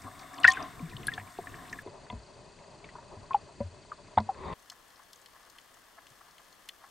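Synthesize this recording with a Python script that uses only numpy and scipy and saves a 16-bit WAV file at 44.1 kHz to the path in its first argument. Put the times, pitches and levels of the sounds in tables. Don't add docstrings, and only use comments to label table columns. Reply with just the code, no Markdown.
import sys
import numpy as np
from scipy.fft import rfft, irfft, next_fast_len
from scipy.io import wavfile
from scipy.ndimage import map_coordinates

SR = 44100
rng = np.random.default_rng(int(sys.argv[2]) if len(sys.argv) > 2 else 0)


def wav_out(sig):
    wavfile.write(sys.argv[1], SR, np.round(np.clip(np.atleast_2d(sig).T, -1, 1) * 32767).astype(np.int16))


N = 304290


def bubble(db, hz, rise_s, life_s, sharp, settle_s=0.0044, decay_power=1.4):
    t = np.arange(int(4 * life_s * SR)) / SR
    cycles = hz * (t + sharp * settle_s * (1 - np.exp(-t / settle_s)))
    attack = 1 - np.exp(-(t / rise_s) ** 2)
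    return amp(db) * np.sin(2 * np.pi * cycles) * attack * np.exp(-(t / life_s) ** decay_power)


def plops():
    # start in seconds, level in dB, pitch in Hz, life in seconds, initial pitch offset ratio.
    pockets = [(0.044, -51.5, 253, 0.047, 0.02), (.077, -42, 1113, 0.014, 0.086),
               (.4347, -26, 2880, 0.0061, 0.01), (0.4436, -3.5, 1810, .0068, 0.064),
               (0.448, -3, 1425, 0.0057, 0.12), (0.4599, -17, 1750, 0.011, -0.091),
               (0.4787, -5.5, 1832, 0.013, 0.06), (.48, -29.5, 4530, 0.0045, .14),
               (0.5027, -27, 4320, 0.003, 0.02), (.513, -29, 3250, 0.0068, .08),
               (0.571, -26.5, 1494, 0.0074, 0.096), (.801, -35.5, 248, 0.018, 0.16),
               (.823, -29, 163, 0.032, -0.011), (.939, -31.5, 135, 0.017, 0.22),
               (1.0822, -19, 1670, 0.0082, -0.026), (1.117, -37, 1790, 0.021, 0.18),
               (1.137, -28.5, 3340, 0.0027, 0.047), (1.178, -27, 1724, 0.0055, -0.026),
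               (1.179, -32, 700, 0.01, 0.31), (1.197, -40, 1820, .009, .1), (1.386, -29.5, 677, .011, 0.28),
               (1.386, -29, 353, 0.0076, 0.49), (1.47, -35.5, 1720, 0.0066, 0.096),
               (1.541, -36, 1760, 0.0049, 0.038), (1.728, -31, 1700, 0.0097, 0.16),
               (1.787, -34.5, 1660, 0.0085, 0.1), (1.862, -29.5, 431, 0.0075, -0.21),
               (1.877, -36, 342, 0.0092, 0.25), (2.126, -36, 229, 0.022, 0.31),
               (2.139, -35.5, 60, 0.044, .17), (2.8415, -41, 2280, 0.0043, -0.016),
               (2.889, -45.5, 1960, 0.008, 0), (2.9535, -34.5, 977, 0.0079, 0.027),
               (2.983, -38.5, 933, .01, 0.035), (3.307, -25.5, 1078, 0.014, -0.067),
               (3.344, -10.5, 797, 0.011, 0.19), (3.604, -26.5, 573, 0.018, -0.095),
               (3.604, -23.5, 220, 0.01, 0.039), (3.621, -32.5, 85.6, 0.053, .1),
               (3.9178, -28.5, 1185, .007, 0.016), (4.1755, 1.5, 894, 0.0026, -0.063),
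               (4.181, -4.5, 800, .0033, 0.1), (4.179, -30, 217, 0.034, -0.17),
               (4.2895, -18.5, 760, .012, 0.13)]
    out = np.zeros(N)
    for s, db, hz, life_s, sharp in pockets:
        rise_s = 0.0017 * (1000 / hz) ** 0.75
        add(out, s, bubble(db, hz, rise_s, life_s, sharp))
    smacks = [(s, db / 2 - 27.5, hz) for s, db, hz, *_ in pockets]
    return out + ticks(smacks, t60_s=0.066, width_oct=0.71, rise_s=0.0006)


def knocks():
    # start in seconds, gain in dB, tilt in dB per octave.
    slaps = [(0.041, -47.5, -4), (.445, -25, 6.5), (0.487, -46, 4.5), (.922, -40, 2), (1.184, -43, -2),
             (1.213, -41, 2), (1.387, -53, 3), (1.872, -37.5, 3.5), (2.1, -33.5, 7), (2.125, -34, 0.5),
             (3.168, -41.5, -0.5), (3.607, -30.5, -0.5), (4.1732, -17.5, 2.5), (4.198, -25, 0)]
    # start in seconds, gain in dB.
    port_exits = [(0.4425, -35.5), (.480, -24.5)]
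    # frequency in Hz, level in dB, t60 in seconds.
    housing_modes = [(99, -2, 0.24), (154, -15, .08), (216.2, -4.5, .1), (258.7, -9.5, .06),
                     (340, -8, 0.032), (446, -8.5, .04), (638, -6.5, 0.044), (720, -5, 0.051),
                     (987, -2.5, 0.055), (1150, -10, 0.026), (2060, -15.5, .03), (2150, -18.5, 0.02),
                     (3440, -15.5, 0.014)]
    port_modes = [(756, -2, 0.18), (815, -4.5, 0.051), (1053, 0, 0.33), (1136, -3.5, .15)]
    out, t = np.zeros(N), np.arange(SR // 3) / SR
    for s, db, tilt_db in slaps:
        add(out, s, amp(db) * ring(housing_modes, t, tilt_db, rise_s=0.0031))
    for s, db in port_exits:
        add(out, s, amp(db) * ring(port_modes, t, tilt_db=0, rise_s=0.0034))
    return out


def spray():
    # start in seconds, level in dB, centre in Hz.
    droplets = [(.341, -41.5, 5400), (.383, -38, 3060), (.400, -39, 8650), (.4325, -32, 4350),
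                (.4435, -25, 4100), (.445, -36, 7350), (.450, -15, 2560), (.473, -20.5, 4230),
                (.4762, -28, 6600), (.4765, -39, 11400), (.485, -29, 8100), (.5035, -35.5, 9300),
                (.519, -27.5, 6230), (.533, -37.5, 7860), (.625, -36, 5000), (.966, -34.5, 3380),
                (1.0685, -24, 9500), (1.070, -30, 3940), (1.727, -38.5, 5900), (2.100, -39, 2900),
                (3.3325, -36, 2700), (3.347, -39, 2660), (4.184, -29, 1830), (4.183, -32.5, 3470),
                (4.202, -40.5, 4320)]
    return ticks(droplets, t60_s=0.02, width_oct=0.34, rise_s=0.0011)


def froth(peak_s=0.484, spread_s=0.0198, db=-36, centre_hz=3740, spread_oct=0.42, count=30):
    out = np.zeros(N)
    for when, pitch, size in rng.standard_normal((count, 3)):
        hz = centre_hz * 2 ** (spread_oct * np.clip(pitch, -2, 2))
        chirp = bubble(db + 3 * size, hz, rise_s=1.5 / hz, life_s=12 / hz, sharp=0.065)
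        add(out, peak_s + spread_s * when, chirp)
    return out


def gurgle(level_db, centre_hz, spread_oct, life_cycles, count):
    out = np.zeros(N)
    for at, (pitch, size) in zip(rng.integers(0, N, count), rng.standard_normal((count, 2))):
        hz = np.clip(centre_hz * 2 ** (spread_oct * pitch), 60, 9000)
        blip = bubble(level_db[at] + 3 * size, hz, rise_s=2.9 / hz, life_s=life_cycles / hz, sharp=0.099)
        add(out, at / SR, blip)
    return out


def patter(level_db, centre_hz, count, spread_oct=0.6):
    rows = []
    for at, (pitch, size) in zip(rng.integers(0, N, count), rng.standard_normal((count, 2))):
        hz = centre_hz * 2 ** (spread_oct * np.clip(pitch, -2, 2))
        rows.append((at / SR, level_db[at] + 3 * size, hz))
    return ticks(rows, t60_s=0.048, width_oct=0.6, rise_s=0.0006)


def water(wash_spectrum, surge_db, wash_db, fizz_db, swarm_db):
    # frequency in Hz, relative density in dB.
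    surge_spectrum = [(12, -39), (20, -4.5), (76, -5.5), (145, -2), (178, -6), (300, -10.5), (380, -10.5),
                      (450, -10.5), (580, -34.5), (990, -120)]
    fizz_spectrum = [(900, -31.5), (1400, 3.5), (1800, 4.5), (2150, 2), (2400, -7.5), (2700, -4),
                     (3250, -7), (3550, -5.5), (3950, -13), (5000, -20), (5500, -16.5), (6200, -22),
                     (9000, -37.5)]
    surge = amp(surge_db + 2 * wobble(22)) * rush(surge_spectrum)
    wash = amp(wash_db + 2.8 * wobble(30)) * rush(wash_spectrum)
    fizz = amp(fizz_db + wobble(44)) * rush(fizz_spectrum)
    swarm = gurgle(swarm_db, centre_hz=694, spread_oct=0.46, life_cycles=5.4, count=160)
    return surge + wash + fizz + swarm


def surfacing():
    # time in seconds, then relative surge, wash and fizz levels in dB.
    levels = [(0.0, -60, -55.5, -56.5), (0.354, -66.5, -51, -53), (0.562, -55.5, -47.5, -47),
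              (0.754, -56, -54.5, -54), (1.084, -54, -57, -52.5), (1.236, -64, -57.5, -55),
              (1.464, -58.5, -57, -55), (1.656, -58, -55, -52.5), (1.82, -57.5, -56.5, -56.5)]
    # frequency in Hz, relative density in dB.
    wash_spectrum = [(200, -26), (270, -2.5), (330, -13), (400, -21), (480, -20.5), (660, -7), (730, -1.5),
                     (850, -16), (1060, -1), (1250, -8), (1500, -22), (2500, -48)]
    hiss_spectrum = [(2350, -28.5), (4000, -2.5), (6120, -5), (7030, -4.5), (7480, -2.5), (8440, -5.5),
                     (9810, -9), (13000, -7.5), (15200, -13.5), (15800, -11.5)]
    surge_db, wash_db, fizz_db = curves(levels)
    runoff_db = 4 * swell(crest_s=0.58, half_s=0.1)
    wash_db, fizz_db = wash_db + runoff_db, fizz_db + runoff_db
    drips = gurgle(fizz_db + 8, centre_hz=2000, spread_oct=0.2, life_cycles=8, count=180)
    mist = gurgle(fizz_db + 5, centre_hz=4470, spread_oct=0.52, life_cycles=9.9, count=80)
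    splatter = patter(fizz_db + 1, centre_hz=3200, count=70)
    tone = whine(-68, [(7300, -26.5), (7650, -6), (7950, -16.5), (8350, -2), (8650, -0.5), (9000, -24.5)])
    swish = amp(wash_db - 14) * rush([(3250, -28.5), (3500, 1), (3700, -4), (4100, -18.5)])
    stream = water(wash_spectrum, surge_db + 4, wash_db + 1.73, fizz_db - 4.25, swarm_db=wash_db - 0.3)
    return stream + swish + drips + mist + splatter + tone + amp(-61.5) * rush(hiss_spectrum)


def floating():
    # time in seconds, then relative surge, wash and fizz levels in dB.
    levels = [(1.83, -60, -56, -61.5), (2.57, -61, -57, -63.5), (3.21, -57, -55, -63), (3.6, -61, -58, -63),
              (4.04, -63, -58, -63.5), (4.22, -62, -54.5, -62.5), (4.3, -57, -51.5, -62)]
    # frequency in Hz, relative density in dB.
    wash_spectrum = [(200, -36.5), (400, 9), (490, -3), (590, 9.5), (780, 0), (1000, 4.5), (1300, -6.5),
                     (1700, -52), (2500, -51)]
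    hiss_spectrum = [(2800, -2), (3900, -2.5), (4200, 6), (4400, -8), (5200, -4.5), (7000, -1.5),
                     (8000, -5.5), (8900, -8.5), (9300, -13.5), (9750, -12.5), (10000, -61)]
    surge_db, wash_db, fizz_db = curves(levels)
    tone = whine(-68.5, [(4300, -10.5), (4560, 3.5), (4700, -1), (5000, -9)])
    overtone = whine(-78, [(8300, -20), (8600, -2), (8950, -2.5), (9200, -20)])
    undertone = amp(-71) * rush([(2380, -21), (2560, -13.5), (2750, -21.5)])
    run_up = wave()
    chop = water(wash_spectrum, surge_db + 1.7, wash_db + 0.1, fizz_db - 3, swarm_db=wash_db - 2)
    lapping = patter(wash_db + 2, centre_hz=1400, count=50)
    return chop + lapping + run_up + amp(-65) * rush(hiss_spectrum) + tone + overtone + undertone


def wave(start_s=4.307, rise_s=0.17, crest_db=-38.5):
    # frequency in Hz, relative density in dB.
    spectrum = [(18, -49.5), (30, -14), (76, 8), (113, -17), (148, 1.5), (301, -13.5), (384, 1),
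                (572, -7.5), (654, -16.5), (1020, 2.5), (1520, -23.5), (1940, -14), (2890, -31.5),
                (3680, -22), (6000, -62), (7800, -74), (13200, -120)]
    envelope = np.clip((clock() - start_s) / rise_s, 0, 1) ** 1.44
    return envelope * amp(crest_db + wobble(89)) * rush(spectrum)


def shrimp(stray_count=70, stray_db=-60, stray_hz=6000):
    # start in seconds, relative level in dB, centre in Hz.
    snaps = [(4.6982, -32, 4260), (4.7174, -43, 6370), (5.1304, -38, 4220), (5.1577, -47, 6720),
             (5.2582, -39, 3560), (5.498, -41.5, 5360), (5.5839, -41.5, 2990), (6.067, -43.5, 3200),
             (6.101, -48, 6300), (6.3802, -44, 3010), (6.5256, -49, 4630), (6.6876, -27.5, 3070)]
    strays = [(when * N / SR, stray_db + 8 * (size - 0.5), stray_hz * 2 ** (pitch - 0.5))
              for when, size, pitch in rng.random((stray_count, 3))]
    bodies = [(s, db - 8.5, hz) for s, db, hz in snaps]
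    cracks = [(s, db - 12, 8480) for s, db, _ in snaps]
    return (ticks(bodies + strays, t60_s=0.027, width_oct=0.65, rise_s=0.00088)
            + ticks(cracks, t60_s=0.018, width_oct=0.8, rise_s=0.00066))


def far_shrimp(snaps_per_s=2100, spread_db=8):
    impulses = (rng.random(N) < snaps_per_s / SR) * rng.choice([-1, 1], N)
    sizes = amp(spread_db * np.minimum(rng.exponential(size=N), 3))
    return amp(-66) * unit(filtered(impulses * sizes, submerged_housing))


def rubbing():
    # crest in seconds, relative level in dB, half length in seconds.
    rubs = [(4.718, -47, 0.009), (4.798, -57, 0.014), (5.009, -56, 0.027), (5.353, -55, .02),
            (5.5, -61, 0.097), (5.89, -57.5, 0.013), (5.985, -48.5, 0.012), (6.214, -50, .008),
            (6.283, -56, 0.022), (6.396, -51.5, 0.0092), (6.842, -52, 0.023)]
    grain = filtered(rng.standard_normal(N), lambda hz: submerged_housing(hz) / (1 + (hz / 2000) ** 6))
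    pressure = amp(-74.5) + sum(amp(db - 6.5) * swell(s, half_s) for s, db, half_s in rubs)
    return pressure * amp(4.7 * wobble(90)) * unit(grain)


def submerged_housing(hz):
    # centre in Hz, width in Hz, gain in dB.
    modes = [(668, 72, -5), (1120, 230, 0.5), (1714, 100, 1), (1984, 143, -4), (3130, 390, -12),
             (3500, 100, -9.5), (4235, 200, -9), (5400, 450, -11.5), (6330, 190, -6.5), (7600, 2400, -13.5),
             (12560, 1300, -17.5)]
    return sum((-1) ** k * amp(db) * 1j * hz * width / (centre ** 2 - hz ** 2 + 1j * hz * width)
               for k, (centre, width, db) in enumerate(modes))


def reef():
    # frequency in Hz, relative density in dB.
    hiss_spectrum = [(12, -30), (20, 3.5), (126, -4), (603, 0), (819, -1.5), (1180, 0), (1470, -4.5),
                     (1690, -0.5), (2370, -7.5), (3310, -4.5), (3910, -8.5), (4630, -8), (10400, -16),
                     (13000, -13.5), (15800, -17)]
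    snaps = shrimp()
    near = amp(17.5) * filtered(snaps, submerged_housing) + amp(-12.5) * snaps
    far, rub = far_shrimp(), rubbing()
    tone = whine(-79, [(8500, -25), (8780, 0.5), (9300, -20)], depth=0)
    bump = np.zeros(N)
    add(bump, 6.105, bubble(db=-55.5, hz=125, rise_s=0.0067, life_s=0.02, sharp=0.063))
    return near + far + rub + bump + tone + amp(-61) * rush(hiss_spectrum, width=0.6)


def whine(db, spectrum, flutter_hz=27, depth=0.55):
    return amp(db) * (1 + depth * np.sin(2 * np.pi * flutter_hz * clock())) * rush(spectrum)


def ring(modes, t, tilt_db, rise_s):
    tones = sum(amp(db + tilt_db * np.log2(hz / 500) - 60 * t / t60_s) * np.sin(2 * np.pi * hz * t)
                for hz, db, t60_s in modes)
    return tones * (1 - np.exp(-t / rise_s))


def ticks(rows, t60_s, width_oct, rise_s):
    out, t = np.zeros(N), np.arange(SR // 16) / SR
    attack = 1 - np.exp(-(t / rise_s) ** 2)
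    for s, db, centre_hz in rows:
        noise = rng.standard_normal(len(t))
        band = filtered(noise, lambda hz: np.exp(-(np.log2((hz + 1) / centre_hz) / width_oct) ** 2))
        add(out, s, unit(band) * amp(db - 60 * t / t60_s) * attack)
    return out


def rush(spectrum, width=0.32):
    points_hz, db = np.transpose(spectrum)
    colour = lambda hz: amp(np.interp(np.log(hz + 1), np.log(points_hz), db, -120, -120))
    mid, side = filtered(rng.standard_normal((2, N)), colour)
    return unit(np.array([mid + width * side, mid - width * side]))


def wobble(knots_per_s):
    return map_coordinates(rng.standard_normal(int(N * knots_per_s / SR) + 4), [clock() * knots_per_s])


def swell(crest_s, half_s):
    return np.exp(-((clock() - crest_s) / half_s) ** 2)


def curves(rows):
    s, *columns = np.transpose(rows)
    return [np.interp(clock(), s, column) for column in columns]


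def filtered(x, response):
    n = x.shape[-1]
    padded = next_fast_len(n + 8192)
    return irfft(rfft(x, padded) * response(np.fft.rfftfreq(padded, 1 / SR)), padded)[..., :n]


def add(track, start_s, sound):
    part = track[round(start_s * SR):][:len(sound)]
    part += sound[:len(part)]


def amp(db):
    return 10 ** (np.asarray(db) / 20)


def unit(x):
    return x / np.sqrt(np.mean(x ** 2) + 1e-20)


def clock():
    return np.arange(N) / SR


def scene(duller_s=1.825, reef_s=4.538, crossfade_s=0.0016):
    # time in seconds, splash level left minus right in dB.
    splash_balance = [(.45, 3.7), (.48, 2.3), (1.08, 3.7), (1.18, 1.8), (3.9, 2.1), (4.18, -.3),
                      (4.29, 2.4)]
    duller, deep = (np.clip((clock() - s) / crossfade_s, 0, 1) for s in (duller_s, reef_s))
    sides = np.array([[0.5], [-0.5]])
    surface = ((1 - duller) * surfacing() + duller * floating()) * amp(2.2 * sides)
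    splashes = plops() + knocks() + spray() + froth()
    right_lead_rad = lambda hz: 0.3 * np.exp(-np.log2((hz + 1) / 1900) ** 2)
    splashes = filtered(splashes, lambda hz: np.exp(-1j * right_lead_rad(hz) * sides))
    splashes *= amp(curves(splash_balance)[0] * sides)
    return (1 - deep) * (surface + splashes) + deep * reef() * amp(3.5 * sides)


def record(dry):
    return filtered(dry, lambda hz: hz < 15850)


dry = scene()
out = record(dry)
wav_out(out)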